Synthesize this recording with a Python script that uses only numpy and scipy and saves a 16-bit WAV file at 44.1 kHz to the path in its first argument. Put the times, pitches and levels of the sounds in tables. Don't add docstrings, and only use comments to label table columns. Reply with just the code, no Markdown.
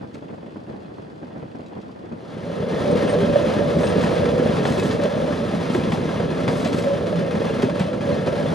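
import sys
import numpy as np
from scipy import signal
from scipy.fft import rfft, irfft, next_fast_len
from scipy.io import wavfile
from scipy.ndimage import map_coordinates

SR = 44100
rng = np.random.default_rng(int(sys.argv[2]) if len(sys.argv) > 2 else 0)


def store_pcm(level_fs):
    pcm = np.round(np.clip(level_fs, -1, 1) * 32767).astype(np.int16)
    wavfile.write(sys.argv[1], SR, np.atleast_2d(pcm).T)


N = 376613

# f/Hz, likeness (1 = the same)
FAST_LIKENESS = [(60, 0.69), (130, 1), (300, 0.77), (600, 0.5), (1300, 0.42), (3100, 1), (6800, 0.87),
                 (15000, 0.33)]
# f/Hz, width/Hz
WHEEL_MODES = [(490, 63), (576, 38)]
# f/Hz, width/Hz, boost/dB
STEEL_MODES = [(98, 8, 3), (171.8, 11.5, 5), (185, 11, -5.5), (205, 16, 2.5), (220, 9, -2), (245, 11, 0.5),
               (331, 16, 2.5), (863, 29, -5), (1326, 28, 0), (1595, 40, 0.5), (1690, 56, 2), (1833, 30, 1),
               (1905, 18, -5), (2096, 91, 0.5), (2545, 24, 4), (2660, 27, -1.5), (2760, 25, 3),
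               (3015, 37, 5.5), (3194, 76, 4), (3280, 63, 2), (3400, 50, 7.5), (3490, 90, 5), (4130, 30, 5),
               (4960, 150, 1), (5470, 57, -0.5), (6200, 70, 1), (9380, 280, 5)]


def fast_run():
    # t/s, level/dB
    shaking = [(2.85, 1.5), (3.5, 0.66), (4.05, 1.65), (4.5, 1), (4.92, 1), (5.15, -2), (5.55, -1),
               (5.85, -0.5), (6.3, -1.5), (6.75, -0.5), (7.0, -2.5), (7.5, -1), (7.93, -4), (8.15, -1),
               (8.54, -1.5)]
    # f/Hz, relative level/dB
    body_spectrum = [(15, -63), (25, -44), (40, -33), (69, -11), (162, -2), (243, -0.5), (304, -7),
                     (429, -6.5), (480, -7.5), (620, -21), (1060, -120)]
    roar_spectrum = [(380, -53), (650, 1), (713, -3.5), (856, -4), (1300, -8), (1450, -12.5), (1700, -12.5),
                     (2390, -17), (3450, -22.5), (3730, -19.5), (6220, -28.5), (8090, -37), (9600, -34.5),
                     (15000, -58)]
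    shake_db, = curves(shaking)
    jolting = stereo_noise(FAST_LIKENESS) * (0.9 + jolts(per_s=75, spread_db=3.5, t60=0.05))
    body = shaped(steel(jolting), body_spectrum)
    rattle = jolts(per_s=40, spread_db=2.5, t60=0.26)
    roar = shaped(steel(stereo_noise(FAST_LIKENESS) * (0.84 + rattle)), roar_spectrum)
    roar = roar + amp(-10) * clinks(count=620, size_db=1.5, t60=0.14)
    rolling = amp(shake_db) * (amp(-23.5) * body + amp(-32.5) * roar)
    return fast_share() * (rolling + wheels() + motor())


def slow_run():
    # t/s, rumble level/dB, rumble t60/s, knock level/dB
    bumps = [(0.005, -33.5, 0.29, -50), (0.029, -38, .08, -34), (0.14, -33, .16, -49),
             (0.222, -37, 0.13, -36), (0.29, -34, .18, -36), (0.328, -34.5, 0.17, -46),
             (0.424, -37, 0.09, -39), (0.46, -34, 0.086, -50), (0.557, -36, 0.091, -33),
             (0.68, -32.5, 0.22, -50), (0.72, -38.5, .28, -54), (0.745, -44, .1, -38),
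             (0.981, -30.5, 0.085, -41), (1.011, -36, 0.037, -46), (1.224, -30, 0.063, -36),
             (1.31, -49, .1, -37), (1.35, -33.5, .35, -54), (1.425, -32, 0.034, -39),
             (1.548, -30, 0.061, -36), (1.59, -34.5, 0.099, -50), (1.724, -41, .1, -33),
             (1.753, -34.5, 0.37, -44), (1.891, -46, 0.086, -35), (2.034, -36, .18, -48),
             (2.114, -32.5, 0.13, -35.5)]
    # f/Hz, relative level/dB
    chassis_modes = [(340, 6), (490, -4), (576, -6), (700, -5), (810, 0), (960, 0), (1100, -3.5),
                     (1328, -11), (1620, -10), (1827, -17)]
    # f/Hz, likeness
    likeness = [(60, 0.46), (130, 0.95), (290, 0.56), (640, -0.39), (1410, -0.46), (3100, 0.42),
                (6820, 0.8), (15000, 0.28)]
    # f/Hz, relative level/dB
    rumble_spectrum = [(15, -72), (25, -42), (72, -14.5), (105, -8), (221, -2.5), (262, -5), (312, -2.5),
                       (371, -9), (468, -7), (674, -11.5), (802, -15), (2500, -35.5), (3250, -72),
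                       (5500, -120)]
    hiss_spectrum = [(880, -20), (1500, 0.5), (1670, -7), (1820, -2.5), (2310, -13), (2550, -4.5),
                     (2780, -6.5), (3340, -10), (4720, -10), (5400, -16), (10000, -27.5), (15000, -44)]
    rocking = sum(amp(db) * blow(s, rise=0.0067, t60=t60) for s, db, t60, _ in bumps)
    knocks = [(s, db) for s, _, _, db in bumps]
    chassis = strike(knocks, chassis_modes, rise=0.0012, t60=0.032, spread_db=0.5, detune=0.051)
    churn = jolts(per_s=110, spread_db=2, t60=0.05)
    rumble = shaped(stereo_noise(likeness) * (1.03 + churn), rumble_spectrum)
    rattle = jolts(per_s=38, spread_db=4, t60=0.048)
    hiss = shaped(steel(stereo_noise(likeness) * (3.6 + rattle)), hiss_spectrum)
    hiss = hiss + amp(-5) * clinks(count=320, size_db=4, t60=0.06)
    rumble_gain = np.hypot(amp(-38.5), rocking)
    hiss_gain = np.hypot(amp(-58.5), amp(-31) * rocking)
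    return (1 - fast_share()) * (rumble_gain * rumble + hiss_gain * hiss + chassis)


def wheels():
    # t/s, lower one's level/dB, upper one's level/dB
    drone_levels = [(2.35, -29.5, -31.5), (2.85, -22, -27.5), (3.398, -30, -26), (3.75, -26, -26),
                    (4.15, -26.5, -26), (4.5, -25, -27), (4.85, -30, -32.5), (5.2, -31, -27),
                    (5.45, -37.5, -32.5), (5.85, -32.5, -37), (6.3, -32, -32), (6.75, -31, -31.5),
                    (7.35, -31.5, -30), (7.8, -37, -30), (8.3, -31.5, -29.5), (8.54, -31.5, -28)]
    # peak t/s, length/s, f/Hz, level/dB
    swells = [(2.896, 0.084, 582, -21.5), (3.076, .07, 503, -26), (3.162, 0.079, 586, -21.5),
              (3.214, 0.069, 400, -23), (3.362, 0.14, 570, -22.5), (3.45, 0.1, 506, -23),
              (3.452, 0.062, 593.4, -23.5), (3.618, 0.034, 570, -18), (4.265, 0.078, 482, -25),
              (4.388, 0.14, 493.7, -22.5), (5.04, 0.067, 582, -25), (5.233, 0.056, 538.4, -23.5),
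              (5.292, 0.059, 596, -28), (6.875, 0.031, 560, -20), (6.921, 0.06, 570, -20.5),
              (7.086, 0.036, 503, -29.5), (7.243, 0.072, 549, -26.5), (7.51, 0.044, 442, -26),
              (7.933, 0.057, 494, -26.5), (8.108, 0.064, 564, -24), (8.14, 0.11, 495, -27),
              (8.374, 0.093, 570, -28)]
    droning = sum(amp(db) * wheel_drone(*mode) for db, mode in zip(curves(drone_levels), WHEEL_MODES))
    singing = sum(amp(db) * swell(s, length) * wheel_song(hz) for s, length, hz, db in swells)
    return droning + singing


def wheel_drone(centre_hz, width_hz):
    tread = stereo_noise(FAST_LIKENESS) * (1.5 + jolts(per_s=80, spread_db=2.5, t60=0.027))
    ring = filtered(tread, resonance(centre_hz, width_hz))
    return shaped(ring, [(150, -35), (420, -2.5), (680, -8.5), (1200, -21), (4000, -29)])


def wheel_song(hz, waver_hz=7.97, flutter_db=2.5):
    knots = np.arange(0, N / SR + 1, 1 / 45)
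    waver, flutter = [np.interp(clock(), knots, v) for v in rng.standard_normal((2, len(knots)))]
    phase = 2 * np.pi * np.cumsum(hz + waver_hz * waver) / SR
    return unit(amp(flutter_db * flutter) * np.sin(phase))


def rail_joints(axle_gap_s=0.173):
    # t/s, relative level/dB of thud, front clack, rear clack
    joints = [(4.651, -15, -25.5, -32), (5.746, -2, -28, -26), (6.478, -3.5, -24, -32.5),
              (7.627, -0.5, -30.5, -29)]
    # t/s, relative level/dB of thud, clack
    dents = [(3.831, -22, -33), (4.036, -5.5, -26.5), (4.254, -12, -29.5), (4.567, -20, -29.5),
             (4.776, -3, -29), (5.322, -13, -34), (5.796, -5, -36), (6.157, -10, -40), (6.198, -18, -31.5),
             (6.395, -16, -38.5), (6.528, -14, -37), (7.351, -15, -32.5), (7.695, -22, -31.5),
             (7.93, -29, -34), (8.271, -8, -31)]
    # f/Hz, relative level/dB
    body_modes = [(102, -13), (135, 1.5), (172, 6.5), (205, 5.5), (246, -3.5), (366, -0.5)]
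    rail_modes = [(603, 3), (800, 5), (1020, 8.5), (1105, 0), (1300, -3), (1453, -5), (1620, -1),
                  (1920, -3), (2190, -11), (2660, -2), (2966, -5), (3262, -9), (3478, -5), (4830, -8)]
    # f/Hz, relative level/dB
    crack_spectrum = [(600, -27), (1500, 13), (2600, 1), (4500, -8.5), (6500, -17), (10000, -27),
                      (15000, -54)]
    clack_spectrum = [(200, -27), (500, 9), (900, 12.5), (1600, -10.5), (3500, -11.5), (6500, -21),
                      (10000, -27), (15000, -67)]
    front = [(s, thud, clack) for s, thud, clack, _ in joints]
    rear = [(s + axle_gap_s, thud - 2.5, clack) for s, thud, _, clack in joints]
    hits = front + rear + list(dents)
    body_hits = [(s + 0.0021, db) for s, db, _ in hits]
    steel_hits = [(s, db) for s, _, db in hits]
    thuds = strike(body_hits, body_modes, rise=0.0069, t60=0.055, spread_db=5, detune=0.038)
    rings = strike(steel_hits, rail_modes, rise=0.001, t60=0.15, spread_db=4, detune=0.014)
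    crack_gain = sum(amp(db) * blow(s, rise=0.002, t60=0.055) for s, db in steel_hits)
    clack_gain = sum(amp(db) * blow(s, rise=0.00062, t60=0.13) for s, db in steel_hits)
    cracks = crack_gain * shaped(dense_modes(stereo_noise(FAST_LIKENESS)), crack_spectrum)
    clacks = clack_gain * shaped(steel(stereo_noise(FAST_LIKENESS)), clack_spectrum)
    return amp(-9) * thuds + amp(-3.5) * cracks + amp(1.5) * clacks + amp(-2.5) * rings


def rail_pits():
    # t/s, level/dB
    pits = [(2.497, -22), (2.625, -18.5), (3.154, -13), (3.357, -7.5), (3.620, -12), (3.837, -21),
            (4.307, -34), (4.460, -13), (4.518, -20), (4.997, -17), (5.052, -10), (5.534, -19),
            (6.199, -19), (6.528, -19), (6.660, -15), (6.869, -19), (7.127, -17.5), (7.417, -14.5),
            (7.684, -20), (8.276, -15), (8.329, -15), (8.401, -21)]
    (lower_hz, _), (upper_hz, _) = WHEEL_MODES
    wheel = strike(pits, [(lower_hz, -7), (upper_hz, 0)], rise=0.0013, t60=0.064,
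                   spread_db=3.5, detune=0.023)
    clank = strike(pits, fitting_modes(tilt_db=-14.5), rise=0.0004, t60=0.081,
                   spread_db=5, detune=0.0084)
    return wheel + amp(-20.5) * clank


def frame_booms():
    # peak t/s, length/s, level/dB
    booms = [(2.465, 0.19, -30.5), (2.718, 0.2, -31), (3.197, 0.079, -22), (4.205, 0.11, -24),
             (7.146, 0.14, -24), (7.29, 0.15, -29), (7.485, 0.097, -32), (8.283, 0.63, -28)]
    gain = sum(amp(db) * swell(s, length) for s, length, db in booms)
    ring = resonance(centre_hz=165.8, width_hz=27)
    return gain * unit(filtered(stereo_noise(FAST_LIKENESS), lambda hz: ring(hz) ** 2))


def grit_ticks():
    # t/s, relative level/dB, t60/s
    ticks = [(0.141, -39, 0.17), (1.661, -40.5, 0.12), (1.813, -43, .14), (2.122, -46, .08),
             (3.140, -33, 0.057), (3.423, -28, .07), (3.869, -23, 0.089), (4.008, -26, 0.35),
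             (4.666, -25, 0.25), (4.722, -25, 0.065), (4.797, -22.5, 0.051), (4.911, -22, 0.16),
             (5.036, -27, 0.044), (6.529, -35, 0.044), (6.598, -34, 0.055), (6.728, -26, 0.066),
             (6.646, -22.5, 0.22), (6.660, -26, 0.069), (6.783, -24.5, 0.074), (6.82, -31, .05),
             (6.843, -34, 0.049), (7.620, -26, 0.14), (7.795, -28, 0.27)]
    # f/Hz, relative level/dB
    crack_spectrum = [(700, -14), (2000, 13), (4000, 7.5), (7000, -2), (10000, -6), (15000, -22)]
    ping_modes = [(2030, 0), (2620, 4), (3350, -3), (3950, 1), (4400, -9), (4720, -3), (5400, -3),
                  (6050, -10), (6350, -7), (6750, -5)]
    gain = sum(amp(db) * blow(s, rise=0.00061, t60=t60) for s, db, t60 in ticks)
    spray = stereo_noise(FAST_LIKENESS) * jolts(per_s=410, spread_db=6, t60=0.011)
    cracks = gain * shaped(dense_modes(spray), crack_spectrum)
    taps = [(s, db) for s, db, _ in ticks]
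    pings = strike(taps, ping_modes, rise=0.0004, t60=0.09, spread_db=-2, detune=0.015)
    return amp(-12.5) * cracks + amp(-10) * pings


def clinks(count, size_db, t60):
    taps = np.column_stack([rng.uniform(0, N / SR, count), size_db * rng.uniform(-0.6, 1, count)])
    modes = fitting_modes(tilt_db=-13.5)
    return unit(strike(taps, modes, rise=0.00023, t60=t60, spread_db=5.5, detune=0.0064))


def flanges(chirp_hz=8715):
    # start t/s, length/s, level/dB
    scrapes = [(3.767, 0.15, -50), (4.0, 0.11, -63), (4.62, 0.18, -49), (4.77, 0.13, -44),
               (4.873, 0.089, -54), (5.713, 0.081, -47.5), (5.896, 0.078, -49), (6.48, 0.2, -48.5),
               (6.695, 0.18, -48)]
    # f/Hz, relative level/dB
    scrape_spectrum = [(1500, -36), (3500, 9.5), (6500, 4), (10000, 2.5), (13000, -10), (15500, -14)]
    # peak t/s, length/s, level/dB
    chirps = [(2.92, 0.022, -56), (3.107, 0.056, -51), (3.25, .3, -74), (3.847, 0.037, -52),
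              (3.893, 0.02, -46), (3.95, 0.3, -71), (4.145, .04, -60)]
    strokes = np.zeros(N)
    for s, length, db in scrapes:
        progress = np.clip((clock() - s) / length, 0, 1)
        strokes += amp(db) * np.sqrt(np.abs(np.sin(np.pi * progress)))
    grit = stereo_noise(FAST_LIKENESS) * jolts(per_s=140, spread_db=0.5, t60=0.045)
    grind = strokes * shaped(dense_modes(grit), scrape_spectrum)
    chirp_gain = sum(amp(db) * swell(s, length) for s, length, db in chirps)
    tone = np.sqrt(2) * np.sin(2 * np.pi * np.cumsum(chirp_hz + 100 * wobble(per_s=330)) / SR)
    flutter = amp(3.4 * wobble(per_s=120))
    return grind + chirp_gain * flutter * tone


def motor(hum_hz=50.6, drift=0.015):
    # multiple, level/dB
    harmonics = [(1, -59), (2, -48.5)]
    phase = 2 * np.pi * np.cumsum(hum_hz * (1 + drift * wobble(per_s=4.4))) / SR
    return np.sqrt(2) * sum(amp(db) * np.sin(k * phase) for k, db in harmonics)


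def steel(x):
    def boost_db(hz):
        return sum(db / (1 + (2 * (hz - centre) / width) ** 2) for centre, width, db in STEEL_MODES)
    return filtered(x, lambda hz: amp(boost_db(hz)))


def fitting_modes(tilt_db):
    return [(hz, db + tilt_db * np.log2(hz / 1000)) for hz, _, db in STEEL_MODES if hz > 1000]


def dense_modes(x, spacing_hz=55, depth_db=5):
    heights_db = depth_db * rng.standard_normal(1024)
    return filtered(x, lambda hz: amp(np.interp(hz / spacing_hz, np.arange(1024), heights_db)))


def resonance(centre_hz, width_hz):
    return lambda hz: 1j * hz * width_hz / (centre_hz ** 2 - hz ** 2 + 1j * hz * width_hz)


def strike(hits, modes, rise, t60, spread_db, detune):
    out, t = np.zeros(N + SR), np.arange(SR // 8) / SR
    hz, mode_db = np.transpose(modes)
    envelope = (1 - np.exp(-(t / rise) ** 2)) * amp(-60 * t / t60)
    envelope /= envelope.max()
    for s, db in hits:
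        strength, shift, polarity = rng.standard_normal((3, len(hz)))
        sizes = amp(mode_db + spread_db * strength) * np.sign(polarity)
        sizes /= np.linalg.norm(sizes)
        rings = np.sin(2 * np.pi * np.outer(hz * (1 + detune * shift), t))
        out[round(s * SR):][:len(t)] += amp(db) * envelope * (sizes @ rings)
    return out[:N]


def jolts(per_s, spread_db, t60):
    gap, size = rng.standard_normal((2, 4096))
    at = (np.cumsum(np.exp(gap / 2)) * SR / per_s).astype(int)
    heights = amp(spread_db * np.clip(size[at < N], -2, 1.4))
    power = np.bincount(at[at < N], heights ** 2, N)
    decay = amp(-60 / (t60 * SR)) ** 2
    return unit(np.sqrt(signal.lfilter([1], [1, -decay], power)))


def blow(s, rise, t60):
    t = np.arange(SR // 2) / SR
    shape = (1 - np.exp(-t / rise)) * amp(-60 * t / t60)
    return np.pad(shape / shape.max(), (round(s * SR), N))[:N]


def swell(s, length):
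    return np.exp(-(2 * (clock() - s) / length) ** 2)


def fast_share(start_s=2.06, end_s=2.975):
    return np.clip((clock() - start_s) / (end_s - start_s), 0, 1) ** 1.38


def stereo_noise(likeness):
    def spread(hz):
        turn = np.arccos(np.clip(along(likeness, hz), -0.95, 0.99)) / 2
        return np.array([np.cos(turn), np.sin(turn)])
    mid, side = filtered(rng.standard_normal((2, N)), spread)
    return np.array([mid + side, mid - side])


def wobble(per_s):
    return map_coordinates(rng.standard_normal(4096), [clock() * per_s], mode="wrap")


def shaped(x, spectrum):
    return unit(filtered(x, lambda hz: amp(along(spectrum, hz))))


def filtered(x, response):
    size = next_fast_len(N + SR // 2)
    return irfft(rfft(x, size) * response(np.fft.rfftfreq(size, 1 / SR)), size)[..., :N]


def along(points, hz):
    f, values = np.transpose(points)
    return np.interp(np.log(hz + 1), np.log(f + 1), values)


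def curves(rows):
    times, *columns = np.transpose(rows)
    return [np.interp(clock(), times, column) for column in columns]


def clock():
    return np.arange(N) / SR


def amp(db):
    return 10 ** (np.asarray(db) / 20)


def unit(x):
    return x / np.sqrt(np.mean(x ** 2) + 1e-20)


def scene():
    # f/Hz, left minus right level/dB
    balance = [(60, -1.5), (110, 1), (200, 0), (380, -1), (700, -2.5), (1290, 1.5), (2380, 3.5), (4400, 2),
               (8120, 1.0), (15000, 0)]
    # f/Hz, phase lead of the left side/rad
    left_lead = [(0, -0.83), (340, 0.31), (780, 0.88), (1380, 0.84), (3190, 0.61), (7240, -0.66),
                 (8700, -0.76), (15200, -0.1)]

    def place(hz):
        sides = np.array([[0.5], [-0.5]])
        return amp(sides * along(balance, hz)) * np.exp(1j * sides * along(left_lead, hz))
    slow = slow_run()
    car = fast_run() + frame_booms() + rail_joints() + rail_pits() + grit_ticks() + flanges()
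    return slow + filtered(car, place)


def record(dry, top_hz=15400):
    bass_response = [(20, -9), (38, 3.0), (50, 0.5)]  # f/Hz, level/dB
    return filtered(dry, lambda hz: (hz < top_hz) * amp(along(bass_response, hz)))


dry = scene()
out = record(dry)
store_pcm(out)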